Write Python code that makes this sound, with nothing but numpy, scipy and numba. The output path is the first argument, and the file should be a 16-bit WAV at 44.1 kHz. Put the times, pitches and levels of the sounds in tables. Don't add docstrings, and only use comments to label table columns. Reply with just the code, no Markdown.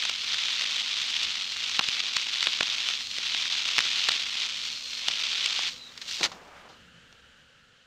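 import sys
import numpy as np
from scipy import signal
from scipy.fft import rfft, irfft, next_fast_len
from scipy.io import wavfile
from numba import njit

SR = 44100
rng = np.random.default_rng(int(sys.argv[2]) if len(sys.argv) > 2 else 0)


def to_wav(sig):
    pcm = np.clip(np.atleast_2d(sig), -1, 1) * 32767
    pcm = np.round(pcm).astype(np.int16)
    wavfile.write(sys.argv[1], SR, pcm.T)


N = 346626
T = np.arange(N) / SR

# (time [s], level [dB])
SLIPSTREAM_LEVEL = [(0, -28), (.18, -31), (.36, -28.1), (1.23, -28), (1.56, -32.6), (1.63, -29.6),
                    (2.17, -28.2), (2.23, -30.3), (2.4, -27.6), (2.91, -28.5), (3.08, -36), (3.27, -28.2),
                    (4.09, -26.6), (4.31, -30.7), (4.41, -27.3), (4.57, -32.5), (4.7, -31.8), (4.83, -39.8),
                    (5.11, -28.7), (5.66, -27.7)]
# (time [s], gain [dB])
SHIELDING = [(5.685, -0.5), (5.715, -12.5), (5.81, -25), (5.99, -25), (6.07, -14), (6.09, -6), (6.21, -7),
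             (6.29, -22), (6.36, -44)]
# (time [s], share [0-1])
OPENNESS = [(5.68, 0.92), (5.8, 0.03)]
# (frequency [Hz], gain [dB])
STRONG_AIR_EQ = [(180, -49), (300, -26.5), (517, -27), (1350, -12), (1640, -12), (2520, -2.5), (3510, 2),
                 (6250, -11.5), (8700, -29.5), (10400, -45), (11500, -38), (14500, -44.5), (15500, -64)]
SLACK_AIR_EQ = [(290, -57), (500, -34.5), (1240, -14), (1600, -15.5), (2760, -1), (4190, 1.5), (4980, -3),
                (5830, -5), (7030, -11), (9110, -24), (10400, -38.5), (12000, -29.5), (15500, -39)]
# (time [s], crack [dB], thump [dB], brightness [0-1], second snap delay [s])
BIG_CRACKS = [(.053, -21, -38, .45, .0004), (.0962, -24, -36.5, .85, 0.0021),
              (.3445, -23.5, -43, 0.46, .0004), (.612, -23, -44, .4, .0004),
              (1.2338, -24.5, -47, 0.95, .0004), (1.7936, -16, -22, 0.04, .0033),
              (1.8878, -20, -39, .6, .0004), (2.1674, -16.5, -35.5, 0.6, 0.0018),
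              (2.4289, -18.5, -52, 0.17, .0004), (2.4708, -20, -31, .1, 0.0038),
              (2.6089, -16.5, -26.5, .12, 0.0017), (2.6318, -26, -38, .85, .0004),
              (2.8881, -23, -38, .6, .0004), (3.1853, -27.5, -39.5, 0.55, .0004),
              (3.3477, -24.5, -41, .05, .0004), (3.7832, -11.5, -29.5, .15, .0068),
              (3.8063, -20, -44, 0.4, .0004), (4.0885, -14.5, -27, .3, 0.0038),
              (4.1199, -21.5, -45, 0.6, .0004), (5.0852, -19, -32, 1, .0004),
              (5.4611, -20.5, -39, 1, .0004), (5.5918, -25.5, -37, 0.15, .0004)]
# (frequency [Hz], gain [dB])
DULL_CRACK_EQ = [(600, -28.5), (1500, -2.5), (2700, 2.5), (3800, 2.5), (6500, -15.5), (10300, -50),
                 (11500, -51), (15500, -42)]
BRIGHT_CRACK_EQ = [(600, -22), (1500, -10.5), (2800, 4.5), (4200, 0), (6500, -4.5), (8500, -17),
                   (10300, -33), (11500, -31), (15500, -36)]
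THUMP_EQ = [(30, -13), (90, -4.5), (290, 3), (480, 1), (900, 6.5), (1400, 8), (2400, -50.5)]
# (time [s], length [s], start pitch [Hz], level [dB], waver [share])
EDGE_TONES = [(.14, .18, 4230, -45, .005), (1.27, .3, 4280, -41.5, .004), (2.98, 0.23, 4255, -44, 0.0066),
              (4.519, .54, 4370, -42, 0.0035), (5.76, .16, 3950, -46.5, .024)]
# (time [s], click [dB], thump [dB], decay [s])
VISOR_CLICKS = [(5.976, -35.5, -67, 0.0043), (6.015, -34, -70, .0089), (6.089, -35, -62, .009),
                (6.112, -29, -64, .001), (6.197, -34, -48, .0034), (6.21, -29, -35, .004),
                (6.3168, -41.5, -40, .013), (6.688, -56, -60, .066), (7.1265, -50.5, -56, .0013)]
# (frequency [Hz], gain [dB])
PLASTIC_EQ = [(600, -25), (1400, -8.5), (2600, -3.5), (4000, -0.5), (6500, -9.5), (10300, -34),
              (12000, -37), (15500, -36)]
# (time [s], centre [Hz], level [dB])
GLOVE_WAKE = [(6.17, 450, -72), (6.21, 450, -37), (6.3, 600, -50.5), (6.5, 720, -51), (6.59, 1140, -50.5),
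              (6.7, 680, -54), (6.85, 500, -81)]
ARM_EDDIES = [(6.15, 260, -75), (6.31, 130, -58), (6.38, 245, -63), (6.75, 225, -68.5), (7.0, 160, -61.5),
              (7.17, 130, -77)]
# (frequency [Hz], gain [dB])
GRIT_EQ = [(2000, -10), (5000, 0), (8000, -2), (10400, -19), (12000, -21), (15500, -29)]
# (time [s], rumble [dB], gravel wash [dB], shell hiss [dB])
RIDE_LEVELS = [(0, -65.5, -57.5, -84), (5.6, -65.5, -53, -70), (6.3, -65, -53.5, -67),
               (6.75, -64, -66, -57), (7.0, -66, -75, -56), (7.86, -68.5, -85, -61)]
# (frequency [Hz], gain [dB])
RUMBLE_EQ = [(20, -4), (45, -3.5), (70, 5), (100, -1.5), (180, 1.5), (260, -5.5), (370, -14), (700, -30),
             (1500, -37)]
GRAVEL_EQ = [(70, -15.5), (160, 0), (300, -10), (380, -2), (500, 3), (700, -4), (1300, 2.5), (1750, 1.5),
             (2500, 2.5), (4000, -2.5), (7000, -6.5), (10000, -23)]
HOLLOW_EQ = [(350, -18), (500, -1.5), (630, -12.5), (1080, -14), (1380, 0), (1680, -1), (2000, -8),
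             (2400, -9), (2950, -0.5), (3600, -10), (4300, -12), (5200, -18), (7000, -18.5), (10000, -33),
             (15000, -52)]
# (time [s], pitch [Hz], level [dB])
ENGINE_NOTE = [(0, 229.5, -66), (3.3, 242, -67), (6.1, 247.7, -67), (6.5, 249.4, -76), (7.86, 252, -83)]


def slipstream(slack_db=-38, strong_db=-29, hiss_db=-6, grit_db=-28, flutter_db=.86, sway_db=.15):
    level_db = flow_db()
    strength = np.clip((level_db - slack_db) / (strong_db - slack_db), 0, 1)
    force = curves(OPENNESS)[0] * strength
    crackle = unit(snaps(patter(per_s=1900, spread_db=4.5), swell_s=.0008, tick_share=.35))
    air = crackle + undb(hiss_db - 5 * force) * noise()
    air = unit(air * undb(flutter_db * wobble(180) + sway_db * wobble(7.6)))
    strong = colour(air, STRONG_AIR_EQ) + undb(grit_db) * grit()
    slack = colour(air, SLACK_AIR_EQ)
    return undb(level_db) * (force * strong + (1 - force) * slack)


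def flow_db():
    return curves(SLIPSTREAM_LEVEL)[0] + curves(SHIELDING)[0]


def limiter_duck(after_s=.011, width_s=.0051, full_duck_thump_db=-20.5):
    times, _, thump_db, _, _ = np.transpose(BIG_CRACKS)
    depths = np.minimum(undb(thump_db - full_duck_thump_db), 1)
    gain = np.ones(N)
    for centre, depth in zip(times + after_s, depths):
        near = np.abs(T - centre) < 2 * width_s
        gain[near] *= 1 - depth * np.exp(-((T[near] - centre) / width_s) ** 2)
    return gain


def air_cracks():
    times, crack_db, thump_db, brightness = np.vstack([small_eddies(), big_eddies()]).T
    at = (times * SR).astype(int)
    tick_scale = np.sqrt(.003 * SR)
    dull_ticks, bright_ticks, thump_ticks = np.zeros((3, N))
    dull_ticks[at] = tick_scale * undb(crack_db) * np.sqrt(1 - brightness)
    bright_ticks[at] = tick_scale * undb(crack_db) * np.sqrt(brightness)
    thump_ticks[at] = tick_scale * undb(thump_db) * np.sign(noise()[at])
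    dull = colour(snaps(dull_ticks, swell_s=.0004, tick_share=.22), DULL_CRACK_EQ)
    bright = colour(snaps(bright_ticks, swell_s=.00083, tick_share=.081), BRIGHT_CRACK_EQ)
    thump = colour(snaps(thump_ticks, swell_s=.0008, tick_share=.75), THUMP_EQ)
    return dull + bright + thump


def big_eddies(second_snap_db=-4, rebound_s=.017, rebound_db=-11):
    times, crack_db, thump_db, brightness, delay = np.transpose(BIG_CRACKS)
    first = (times, crack_db, thump_db, brightness)
    second = (times + delay, crack_db + second_snap_db, thump_db + second_snap_db, brightness)
    rebound = (times + rebound_s, thump_db + rebound_db, thump_db + rebound_db, brightness)
    return np.hstack([first, second, rebound]).T


def small_eddies(per_s=9, crack_gain_db=.5, thump_gain_db=-18, spread_db=.5):
    at = np.flatnonzero(rng.random(N) < per_s * curves(OPENNESS)[0] / SR)
    level_db = (flow_db() + spread_db * np.minimum(noise(), 1))[at]
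    brightness = .9 * rng.random(N)[at]
    return np.column_stack((T[at], level_db + crack_gain_db, level_db + thump_gain_db, brightness))


def snaps(ticks, swell_s, tick_share):
    pole = np.exp(-1 / (swell_s * SR))
    swell_power = signal.lfilter([1 - pole], [1, -pole], ticks[::-1] ** 2 + 1e-18)[::-1]
    return np.sqrt(tick_share) * ticks + np.sqrt((1 - tick_share) * swell_power) * noise()


def edge_whistle(sag_hz_per_s=360, swell_db_per_s=9, fade_s=.037, flutter_db=2.3):
    out = np.zeros(N)
    jitter = wobble(250)
    flutter = unit(undb(flutter_db * wobble(60)))
    for start, length, hz, db, waver in EDGE_TONES:
        on = (T > start) & (T < start + length)
        age = T[on] - start
        pitch = (hz - sag_hz_per_s * age) * (1 + waver * jitter[on])
        fade = np.minimum(np.minimum(age, length - age) / fade_s, 1)
        gain = fade * flutter[on] * undb(db - swell_db_per_s * (length - age))
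        out[on] += gain * np.sqrt(2) * np.sin(2 * np.pi * np.cumsum(pitch) / SR)
    return out


def visor():
    times, click_db, thump_db, decays = np.vstack([VISOR_CLICKS, seal_slap()]).T
    return bursts(times, click_db, decays, PLASTIC_EQ) + bursts(times, thump_db, decays, THUMP_EQ)


def seal_slap(start_s=6.2305, gap_s=.0088, click_db=-18.5, loss_db=3.5, thump_db=-37.5, decay_s=.0069):
    return [(start_s + k * gap_s, click_db - k * loss_db, thump_db, decay_s) for k in range(4)]


def swirl(path, damping, flutter_db):
    hz, db = curves(path)
    band = bandpass(noise(), hz, damping)
    air = bandpass(band, hz, damping) / np.sqrt(hz)
    return undb(db) * unit(air * undb(flutter_db * wobble(40)))


def grit():
    return colour(unit(patter(per_s=40, spread_db=3)), GRIT_EQ)


def ride_bed(bump_db=2, wash_flutter_db=1, hiss_flutter_db=.5):
    rumble_db, wash_db, hiss_db = curves(RIDE_LEVELS)
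    rumble = colour(unit(noise() * undb(bump_db * wobble(4.9))), RUMBLE_EQ)
    wash = colour(unit(noise() * undb(wash_flutter_db * wobble(60))), GRAVEL_EQ)
    hiss = colour(unit(noise() * undb(hiss_flutter_db * wobble(30))), HOLLOW_EQ)
    return undb(rumble_db) * rumble + undb(wash_db) * wash + undb(hiss_db) * hiss


def engine(waver=.0031):
    hz, db = curves(ENGINE_NOTE)
    pitch = hz * (1 + waver * wobble(17))
    return undb(db) * unit(np.sin(2 * np.pi * np.cumsum(pitch) / SR))


def bursts(times, levels_db, decays, eq, rise_s=.00021):
    out, source = np.zeros(N), colour(noise(), eq)
    head = int(.003 * SR)
    for time, db, decay in zip(times, levels_db, decays):
        start = int(time * SR)
        age = T[:min(N - start, SR // 5)]
        span = slice(start, start + len(age))
        burst = source[span] * (1 - np.exp(-age / rise_s)) * np.exp(-age / decay)
        out[span] += undb(db) * burst / np.sqrt(np.mean(burst[:head] ** 2))
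    return out


def patter(per_s, spread_db):
    ticks = (rng.random(N) < per_s / SR) * np.sign(noise())
    return ticks * undb(spread_db * np.minimum(noise(), 2.5))


def colour(x, eq, size=4096):
    hz, db = np.transpose(eq)
    grid_hz = np.maximum(np.arange(size // 2 + 1) * SR / size, 1)
    gain = undb(np.interp(np.log(grid_hz), np.log(hz), db))
    cepstrum = irfft(np.log(gain))
    cepstrum[1:size // 2] *= 2
    cepstrum[size // 2 + 1:] = 0
    response = irfft(np.exp(rfft(cepstrum)))
    return signal.fftconvolve(x, response / np.linalg.norm(response))[:N]


@njit
def bandpass(x, hz, damping):
    y, band, low = np.empty(len(x)), 0., 0.
    for i in range(len(x)):
        g = np.tan(np.pi * hz[i] / SR)
        y[i] = (band + g * (x[i] - low)) / (1 + g * (g + damping))
        band, low = 2 * y[i] - band, low + 2 * g * y[i]
    return y


def wobble(rate_hz):
    size = next_fast_len(N, real=True)
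    hz = np.arange(size // 2 + 1) * SR / size
    spectrum = rfft(noise(), size) * np.exp(-(hz / rate_hz) ** 2)
    return unit(irfft(spectrum, size)[:N])


def curves(table):
    times, *columns = np.transpose(table)
    return [np.interp(T, times, column) for column in columns]


def noise():
    return rng.standard_normal(N)


def undb(db):
    return 10 ** (np.asarray(db) / 20)


def unit(x):
    return x / np.sqrt(np.mean(x ** 2))


def scene():
    glove = swirl(GLOVE_WAKE, damping=1.73, flutter_db=1.2)
    arm = swirl(ARM_EDDIES, damping=.72, flutter_db=1.5)
    wind = slipstream() * limiter_duck() + air_cracks() + edge_whistle()
    bed = engine() + ride_bed()
    return (wind + visor() + glove + arm + bed)[None]


def record(dry):
    ceiling, top_hz = .85, 15400
    rounded = ceiling * np.tanh(dry / ceiling)
    return signal.sosfilt(signal.ellip(8, .2, 70, top_hz, fs=SR, output="sos"), rounded)


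dry = scene()
out = record(dry)
to_wav(out)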